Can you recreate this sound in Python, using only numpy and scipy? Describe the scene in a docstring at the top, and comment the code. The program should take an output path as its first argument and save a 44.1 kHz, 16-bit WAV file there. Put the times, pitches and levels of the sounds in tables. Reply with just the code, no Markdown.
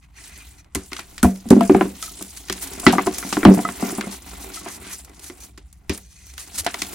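"""At a plastic tub, stereo phone microphone close in: hands snap pieces off a chalk block and crush them.
Fingers rasp over the chalk, powder rubs and trickles, and the chalk cracks in gritty bursts.
Falling lumps drum on the tub, whose ring shortens as powder fills it; the stand thuds beneath it,
and chips clink on a whole block lying inside. A low hum wavers underneath; the loudest blows clip."""
import sys
import numpy as np
from scipy import signal
from scipy.fft import rfft, irfft, next_fast_len
from scipy.io import wavfile
from scipy.ndimage import uniform_filter1d, map_coordinates

SR = 44100
rng = np.random.default_rng(int(sys.argv[2]) if len(sys.argv) > 2 else 0)


def unload_audio(sound):
    """Save the sound as a 16-bit wav file, at the path given as the first command line argument."""
    columns = np.transpose(np.atleast_2d(sound))
    # keep every value between -1 and 1, then stretch to whole-number steps
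    steps = np.round(np.clip(columns, -1, 1) * 32767)
    wavfile.write(sys.argv[1], SR, steps.astype(np.int16))


N = 306054

# spectrum of the background hum: (f/Hz, level/dB)
HUM_SPECTRUM = [(36, -31.5), (49, 4), (70, 4), (86, -8.5), (200, -15), (260, -45.5)]
# fingers sliding over chalk and grinding it: (middle t/s, length/s, level/dB, centre f/Hz)
STROKES = [(0.035, 0.04, -54.5, 2400), (0.22, 0.14, -45.5, 2290), (0.403, 0.24, -48, 2670),
           (0.596, 0.03, -48, 5000), (0.984, 0.1, -41.5, 3030), (1.276, 0.087, -38, 9000),
           (2.049, 0.086, -36, 7000), (2.376, 0.025, -35.5, 6050), (2.631, 0.037, -27.5, 9400),
           (2.937, 0.029, -32, 3100), (3.27, 0.25, -35.5, 7900), (4.138, 0.055, -35, 6560),
           (4.424, 0.05, -38.5, 6000), (4.564, 0.055, -31, 5400), (4.683, 0.063, -38.5, 1500),
           (4.73, 0.063, -32.5, 6860), (4.871, 0.1, -36.5, 2260), (4.941, 0.067, -35, 7500),
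           (5.255, 0.071, -35, 6950), (5.432, 0.057, -42.5, 9900), (6.195, 0.34, -48, 5200),
           (6.414, 0.063, -34.5, 6550), (6.554, 0.05, -32, 6070), (6.597, 0.034, -22.5, 6600),
           (6.807, 0.039, -31, 4600)]
# resonances of skin dragged over chalk: (f/Hz, width/Hz, level/dB)
RASP_BANDS = [(2060, 130, 0), (2420, 140, 2.5), (4300, 500, -3), (6000, 380, 3.5)]
# rubbing and trickling powder: (t/s, hiss level/dB, rub level/dB)
POWDER_FLOW = [(.13, -70, -65.5), (.2, -43, -60.5), (.5, -49.5, -61), (.7, -77, -66), (.79, -50.5, -59.5),
               (1.44, -48, -56.5), (1.599, -39, -44.5), (1.901, -40.5, -54.5), (2.459, -43, -56),
               (2.7, -35, -44.5), (3.77, -38, -44.5), (3.851, -33.5, -36), (4.151, -41, -44),
               (4.2, -49, -54.5), (4.279, -42, -46.5), (4.74, -42, -49.5), (4.78, -46, -48.5),
               (4.99, -38, -57.5), (5.061, -55, -56.5), (5.45, -46.5, -57.5), (5.55, -65.5, -71),
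               (5.87, -67.5, -66), (5.947, -36.5, -49.5), (6.049, -60.5, -75), (6.501, -46, -56.5),
               (6.94, -40.5, -45)]
# spectra of fine grit and of coarse crumbs rubbing: (f/Hz, level/dB)
GRIT_SPECTRUM = [(1470, -32.5), (2500, -18.5), (2940, -16), (7650, -13), (12200, -18), (15000, -17.5),
                 (16000, -18.5)]
RUB_SPECTRUM = [(260, 8), (450, -17), (535, -23), (724, -4.5), (853, -5), (1680, -11.5), (2000, -6),
                (4000, -16), (6000, -38.5)]
# cracks in the chalk: (t/s, level/dB, centre f/Hz)
SNAPS = [(0.644, -53, 3000), (0.7487, -20, 7950), (0.9162, -36, 2730), (0.931, -27, 2620),
         (0.965, -29.5, 2510), (0.992, -26.5, 3140), (1.1796, -27, 3350), (1.2287, -17, 10900),
         (1.359, -40.5, 3170), (1.487, -36, 8120), (1.504, -20, 6550), (1.608, -29, 7900),
         (1.631, -34, 5100), (2.005, -40, 4460), (2.0256, -23.5, 5370), (2.059, -32.5, 7500),
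         (2.211, -32, 6550), (2.223, -27.5, 10900), (2.484, -31, 3080), (2.4972, -20.5, 3360),
         (2.525, -23.5, 5830), (2.578, -33, 2980), (2.671, -27, 8500), (2.734, -31, 6820),
         (2.781, -38, 6000), (2.797, -26.5, 9000), (2.8646, -19, 3580), (2.924, -19.5, 8000),
         (2.949, -43, 7280), (3.066, -25, 7200), (3.144, -29, 5100), (3.181, -21, 10700),
         (3.3257, -17.5, 4900), (3.344, -27, 6000), (3.4495, -16.5, 2500), (3.5462, -25, 11100),
         (4.0092, -22.5, 2440), (4.685, -34, 6000), (4.914, -38.5, 5900), (5.047, -39, 7840),
         (5.094, -44.5, 6850), (5.194, -37, 5800), (5.242, -37, 6060), (5.2977, -36, 2800),
         (5.38, -48, 5000), (5.447, -38, 9980), (5.576, -35.5, 3990), (5.7273, -44, 9920),
         (5.895, -18, 3800), (5.976, -31.5, 11350), (6.123, -43.5, 5430), (6.267, -43, 9940),
         (6.337, -40, 5140), (6.379, -27.5, 3400), (6.478, -47, 6000), (6.646, -30, 7850),
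         (6.664, -17, 2640), (6.7417, -23, 2900), (6.818, -18.5, 4520)]
# lumps landing in the tub: (t/s, knock level/dB, knock centre f/Hz, boom level/dB, boom centre f/Hz)
LANDINGS = [(0.754, -15, 1700, -20.5, 357), (0.92, -23.5, 2170, -30.5, 304), (0.99, -23, 1085, -39.5, 371),
            (1.231, -11.5, 1510, -4.5, 200), (1.245, -11.5, 688, -6, 201.7),
            (1.456, -35.5, 647, -23.5, 177.4), (1.508, -9.5, 685, 4.5, 234), (1.565, -25, 742, -2, 187),
            (1.6085, -7.5, 1100, -12.5, 190), (1.696, -9, 707, 1, 335), (1.747, -6, 690, -3.5, 334),
            (1.81, -8, 901, -8, 315), (1.855, -26.5, 724, -16.5, 358), (2.209, -31.5, 1032, -28, 284.5),
            (2.501, -22.5, 915, -22.5, 307), (2.832, -29, 918, -41.5, 300.5), (2.8659, 7.5, 1964, 0, 278.7),
            (2.93, -11.5, 712, -14.5, 197), (2.953, -18, 757, -18, 280.4),
            (2.983, -5.5, 1100, -12.5, 392.6), (3.062, -22, 1197, -20.5, 350),
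            (3.071, -13, 1000, -12.5, 402), (3.227, -20, 1610, -36, 361), (3.249, -28, 696, -25, 252.4),
            (3.326, -11, 1382, -21.5, 237), (3.369, -11.5, 1000, -10.5, 312),
            (3.431, -13, 1600, -15, 299.8), (3.452, 3, 900, 5.5, 232.7), (3.475, -29.5, 967, 3.5, 202.5),
            (3.509, -28, 594, -2.5, 277), (3.538, -22, 865, -27, 230.5), (3.574, -19, 900, -13.5, 210.7),
            (3.59, -18, 900, -18.5, 300), (3.649, -23, 1353, -20.5, 200.4), (3.689, -15.5, 1385, -24, 264),
            (3.826, -17, 693, -13.5, 223), (3.896, -23.5, 1288, -26, 207), (3.925, -33, 995, -23, 295.6),
            (3.982, -23, 660, -19, 243), (4.07, -29.5, 691, -25, 204), (4.661, -23, 970, -29.5, 336),
            (5.299, -32.5, 1557, -31.5, 416), (5.578, -35.5, 1810, -38.5, 348.5),
            (5.896, -16, 2110, -14.5, 297), (6.664, -11, 961, -26.5, 355.6), (6.743, -20, 1225, -37, 378),
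            (6.821, -18, 2370, -27, 262)]
# low and high modes of the tub: (f/Hz, level/dB, t60/s)
BOOM_MODES = [(195.1, -2.5, 0.29), (234.9, -3.5, 0.2), (290.4, -1, 0.15), (327.8, 2, 0.075),
              (379, -0.5, 0.15)]
KNOCK_MODES = [(703, -2.5, 0.11), (776, 0, 0.051), (993, -3, 0.052), (1111, 1.5, 0.027), (1380, 2.5, 0.024),
               (2064, 1.5, 0.013), (2014, -3.5, 0.05), (2360, -3, 0.05), (3070, -11.5, 0.014)]
# thuds of the stand under the tub: (t/s, level/dB)
STAND_THUDS = [(0.76, -26), (1.245, -11.5), (1.509, -24), (1.736, -25.5), (2.498, -43), (2.864, -20.5),
               (3.453, -11.5), (5.894, -22), (6.605, -33)]
# chips striking the block in the tub: (t/s, level/dB, centre f/Hz)
CHIP_HITS = [(1.247, -16.5, 670), (1.609, -12, 886), (2.027, -27.5, 1520), (2.079, -36, 1350),
             (2.932, -17, 720), (3.575, -20.5, 700), (3.651, -12.5, 1121), (4.036, -29.5, 1360),
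             (4.572, -28.5, 1360)]
# modes of that block: (f/Hz, level/dB, t60/s)
BLOCK_MODES = [(692, 3, 0.17), (1300, -0.5, 0.08), (2050, -4, 0.16)]
# stereo width, as gain of the side signal: (f/Hz, level/dB)
SIDE_GAIN = [(60, -18), (200, -12.5), (400, -5), (700, -1), (2400, -7), (8000, -2.5), (15000, 0)]
# response of the microphone: (f/Hz, level/dB)
MIC_RESPONSE = [(20, 3), (1500, 0), (3200, -4.5), (5000, -3.5), (10800, -1), (12000, -4.5), (20000, -6)]

TOP_HZ = 16000
MUFFLE_PER_S = .1  # powder fills the tub and shortens its ring


def undb(db):
    """dB to gain."""
    return 10 ** (np.asarray(db) / 20)


def unit(x):
    """Scaled to rms 1."""
    return x / np.sqrt(np.mean(x ** 2))


def gain_at(table, hz):
    """Gain from a (f/Hz, level/dB) table, interpolated on a log axis."""
    f, db = np.transpose(table)
    return undb(np.interp(np.log(np.maximum(hz, 1)), np.log(f), db))


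def colour(x, table, low_hz=0, high_hz=SR):
    """Filter by a (f/Hz, level/dB) table, silent outside it and outside the given band."""
    size = next_fast_len(N)
    hz = np.fft.rfftfreq(size, 1 / SR)
    inside = (hz > max(table[0][0], low_hz)) & (hz < min(table[-1][0], high_hz))
    return irfft(rfft(x, size) * gain_at(table, hz) * inside, size)[..., :N]


def bandpass(x, order, low_hz, high_hz):
    """Butterworth band filter."""
    return signal.sosfilt(signal.butter(order, [low_hz, high_hz], "bandpass", fs=SR, output="sos"), x)


def treble_hump(noise, hz, ratio, broad_db):
    """Broad treble noise with a hump around hz."""
    hump = bandpass(noise, 2, hz / ratio, min(hz * ratio, TOP_HZ))
    broad = bandpass(noise, 1, 1500, min(3 * hz, 11000))
    return unit(hump) + undb(broad_db) * unit(broad)


def wander(per_s):
    """Random values that slide from one to the next."""
    step = int(SR / per_s)
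    return uniform_filter1d(np.repeat(rng.standard_normal(N // step + 1), step), step)[:N]


def add(out, s, sound):
    """Mix a sound in at s seconds."""
    i = int(s * SR)
    out[:, i:i + sound.shape[1]] += sound[:, :N - i]


def grains(per_s, spread_db, tail_s):
    """Mid and side of a rain of grains, each a short puff of noise; big ones are rare."""
    hits = rng.random(N) < per_s / SR
    energy = undb(2 * spread_db * np.minimum(rng.exponential(size=N), 4))
    power = signal.lfilter([1], [1, -np.exp(-1 / (tail_s * SR))], hits * energy)
    return np.sqrt(power / power.mean()) * rng.standard_normal((2, N))


def excite(modes, drive):
    """Modes kept ringing by a signal, at that signal's rms."""
    out = 0
    for hz, db, t60 in modes:
        radius = np.exp(-np.log(1000) / (t60 * SR))
        poles = [1, -2 * radius * np.cos(2 * np.pi * hz / SR), radius ** 2]
        out = out + undb(db) * signal.lfilter([1, -1], poles, drive)
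    return unit(out) * np.sqrt(np.mean(drive ** 2))


def ring(modes, centre_hz, chance, focus_db, rise_s, muffle,
         detune=0.018, scatter_db=3, side=0.2, damp=0.036):
    """Mid and side of one blow, peak 1: modes near its centre ring most, and chance varies each."""
    t = np.arange(SR // 4) / SR
    hz, db, t60 = np.transpose(modes)[:, :, None]
    level_draw, pitch_draw, phase_draw, side_draw, damp_draw = chance
    gain = undb(db - focus_db * np.log2(hz / centre_hz) ** 2 + scatter_db * level_draw)
    damped_t60 = t60 * np.exp(-muffle - damp * np.abs(damp_draw))
    fade = gain * np.exp(-np.log(1000) * t / damped_t60) * (1 - np.exp(-t / rise_s))
    phase = 2 * np.pi * hz * (1 + detune * pitch_draw) * t + 2 * phase_draw
    mid = np.sum(fade * np.sin(phase), 0)
    shifted = np.sum(fade * np.sin(phase + 2 * side_draw), 0)
    return np.array([mid, side * shifted]) / np.abs(mid).max()


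def hum(level_db=-50.5):
    """A bed of narrow low noise whose level wanders."""
    return undb(level_db + 1.2 * wander(5)) * unit(colour(rng.standard_normal((2, N)), HUM_SPECTRUM))


def scrapes(rasp_db=3.5, light_db=-46, focus_db=4.5, pitch_drift=.01):
    """Skin drags jerkily over chalk: light strokes rasp fully, harder ones hiss more."""
    out = np.zeros((2, N))
    grit = grains(1200, 2.6, .003) * undb(2.5 * wander(40))
    playhead = np.clip(np.cumsum(1 + pitch_drift * wander(12)), 0, N - 1)
    bands = []
    for f, width, band_db in RASP_BANDS:
        resonance = signal.lfilter(*signal.iirpeak(f, f / width, fs=SR), grit) / np.sqrt(width)
        drifting = np.array([map_coordinates(x, [playhead], order=1) for x in resonance])
        bands.append((f, undb(band_db + 3.5 * wander(25)) * drifting))
    for s, length_s, db, hz in STROKES:
        t = np.arange(int(2 * length_s * SR)) / SR - length_s
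        i = int(max(s - length_s, 0) * SR)
        span = slice(i, i + len(t))
        swell = np.exp(-np.abs(2 * t / length_s) ** np.where(t < 0, 3.5, 1.7))  # quick in, slower out
        rasp = sum(undb(-focus_db * np.log2(f / hz) ** 2) * band[:, span] for f, band in bands)
        hiss = treble_hump(grit[:, span], hz, ratio=1.88, broad_db=0.77)
        stroke = unit(hiss) + undb(rasp_db - max(db - light_db, 0)) * unit(rasp)
        add(out, i / SR, undb(db) * swell * unit(stroke))
    return out


def powder(surges_per_s=25, surge_db=2, clump_db=2.8, ticks_db=-1.5):
    """Fine grit hisses, single grains snap, coarse crumbs rub, and what falls patters on the tub."""
    times, *levels = np.transpose(POWDER_FLOW)
    hiss_db, rub_db = (np.interp(np.arange(N) / SR, times, db) for db in levels)
    coarse, falling = grains(300, 2.4, .005), grains(90, 3.2, .003)
    # each size of grain has its own band and comes in its own clumps
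    edges_hz = 1200 * 1.55 ** np.arange(7)
    fine = 0
    for low, high in zip(edges_hz, edges_hz[1:]):
        clumps = undb(clump_db * wander(surges_per_s / 2))
        fine += clumps * colour(grains(220, 2.7, .003) + .7 * coarse, GRIT_SPECTRUM, low, high)
    ticks = sum(colour(grains(24, 2, .004), GRIT_SPECTRUM, low, high)
                for low, high in zip(edges_hz, edges_hz[2:]))
    grit = unit(fine) + undb(ticks_db) * unit(ticks)
    hiss = undb(hiss_db + surge_db * wander(surges_per_s)) * unit(grit)
    rub = undb(rub_db) * unit(colour(coarse, RUB_SPECTRUM))
    murmur = undb(-1.5) * excite(BOOM_MODES, undb(rub_db) * falling)
    patter = undb(-4) * excite(KNOCK_MODES, undb(rub_db) * falling[::-1])
    return hiss + rub + murmur + patter


def cracks(rise_s=0.0006, t60_s=0.025, tail_s=0.024):
    """Chalk snaps in a gritty burst with duller splinters in its tail."""
    out = np.zeros((2, N))
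    t = np.arange(SR // 5) / SR
    grit = grains(1500, 2.4, .001)
    rise = 1 - np.exp(-t / rise_s)
    burst = rise * np.exp(-np.log(1000) * t / t60_s)
    tail = rise * np.exp(-t / tail_s)
    for s, db, hz in SNAPS:
        i = min(int(s * SR), N - len(t))
        noise = treble_hump(grit[:, i:i + len(t)], hz, ratio=2.07, broad_db=-0.3)
        splinters = signal.sosfilt(signal.butter(2, min(1.52 * hz, TOP_HZ), fs=SR, output="sos"), noise)
        shed = undb(-12.5 + 0.5 * (db + 23.5))  # bigger cracks shed more splinters
        add(out, s, undb(db) * (burst * noise + shed * tail * splinters))
    return out


def break_up(knock, within_s=0.011, pieces_db=-7):
    """A lump breaks as it lands, and three pieces knock again."""
    hits = np.zeros(int(within_s * SR))
    hits[rng.integers(len(hits), size=3)] = undb(pieces_db) * rng.standard_normal(size=3)
    hits[0] = 1
    return signal.lfilter(hits, 1, knock)


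def lumps(debris_db=-1, crumbs_db=2.5, soft_under_db=-19):
    """Lumps boom and knock on the tub with a dull splash of crumbs; where one lands picks the modes."""
    out = np.zeros((2, N))
    t = np.arange(SR // 4) / SR
    n_boom = len(BOOM_MODES)
    chances = rng.standard_normal((len(LANDINGS), 5, n_boom + len(KNOCK_MODES), 1))
    crumble = grains(1600, 2, .002)
    splash = np.exp(-t / 0.00079) + undb(-13) * np.exp(-t / 0.028)
    for (s, knock_db, knock_hz, boom_db, boom_hz), chance in zip(LANDINGS, chances):
        filling = MUFFLE_PER_S * s
        softness = .05 * max(soft_under_db - knock_db, 0)  # small lumps land softly and ring less
        boom = ring(BOOM_MODES, boom_hz, chance[:, :n_boom], focus_db=15, rise_s=0.0015,
                    muffle=filling / 2, detune=0.027)
        knock = ring(KNOCK_MODES, knock_hz, chance[:, n_boom:], focus_db=11, rise_s=0.0004,
                     muffle=filling + softness, side=0.19, damp=0.36)
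        i = int(s * SR / 2)
        crumbs = bandpass(crumble[:, i:i + len(t)], 3, 500, 1800 + 1.2 * knock_hz) * splash
        add(out, s, undb(knock_db) * (break_up(knock) + undb(crumbs_db) * crumbs))
        # scattering debris keeps the boom rough
        debris = bandpass(rng.standard_normal((2, len(t))), 2, 170, 480) * np.exp(-t / 0.04)
        add(out, s, undb(boom_db) * (boom + undb(debris_db) * debris))
    return out


def thuds(hz=76):
    """The stand under the tub gives a low, quickly damped thud."""
    out = np.zeros((2, N))
    t = np.arange(SR // 4) / SR
    thud = np.sin(2 * np.pi * hz * t) * (t / 0.011) * np.exp(1 - t / 0.0092)
    for s, db in STAND_THUDS:
        add(out, s, undb(db) * thud[None])
    return out


def clinks():
    """Chips strike the block in the tub, which rings short and clear."""
    out = np.zeros((2, N))
    chances = rng.standard_normal((len(CHIP_HITS), 5, len(BLOCK_MODES), 1))
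    for (s, db, hz), chance in zip(CHIP_HITS, chances):
        clink = ring(BLOCK_MODES, hz, chance, focus_db=21, rise_s=0.00083,
                     muffle=MUFFLE_PER_S * s, detune=0.013, scatter_db=5, side=0.48)
        add(out, s, undb(db) * clink)
    return out


def stereo(mid, side, treble_share=0.32, shift_hz=5000):
    """The microphone's two ports agree in the bass; in the treble the right one leads in phase."""
    hz = np.fft.rfftfreq(N, 1 / SR)
    share = treble_share / (1 + (shift_hz / (hz + 1)) ** 4)
    spectrum = np.sqrt(1 - share) * rfft(side) - np.sqrt(share) * 1j * rfft(mid)
    side = irfft(spectrum * gain_at(SIDE_GAIN, hz), N)
    return np.array([mid + side, mid - side])


def scene():
    """All sources at the tub, summed as mid and side and turned to left and right."""
    mid, side = lumps() + thuds() + clinks() + cracks() + scrapes() + powder() + hum()
    return stereo(mid, side)


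def record(dry):
    """The close microphone colours the sound, the input clips flat at full scale and the top is cut."""
    clipped = np.clip(colour(dry, MIC_RESPONSE), -.995, .995)
    return signal.sosfilt(signal.ellip(10, .05, 60, TOP_HZ, fs=SR, output="sos"), clipped)


dry = scene()
out = record(dry)
unload_audio(out)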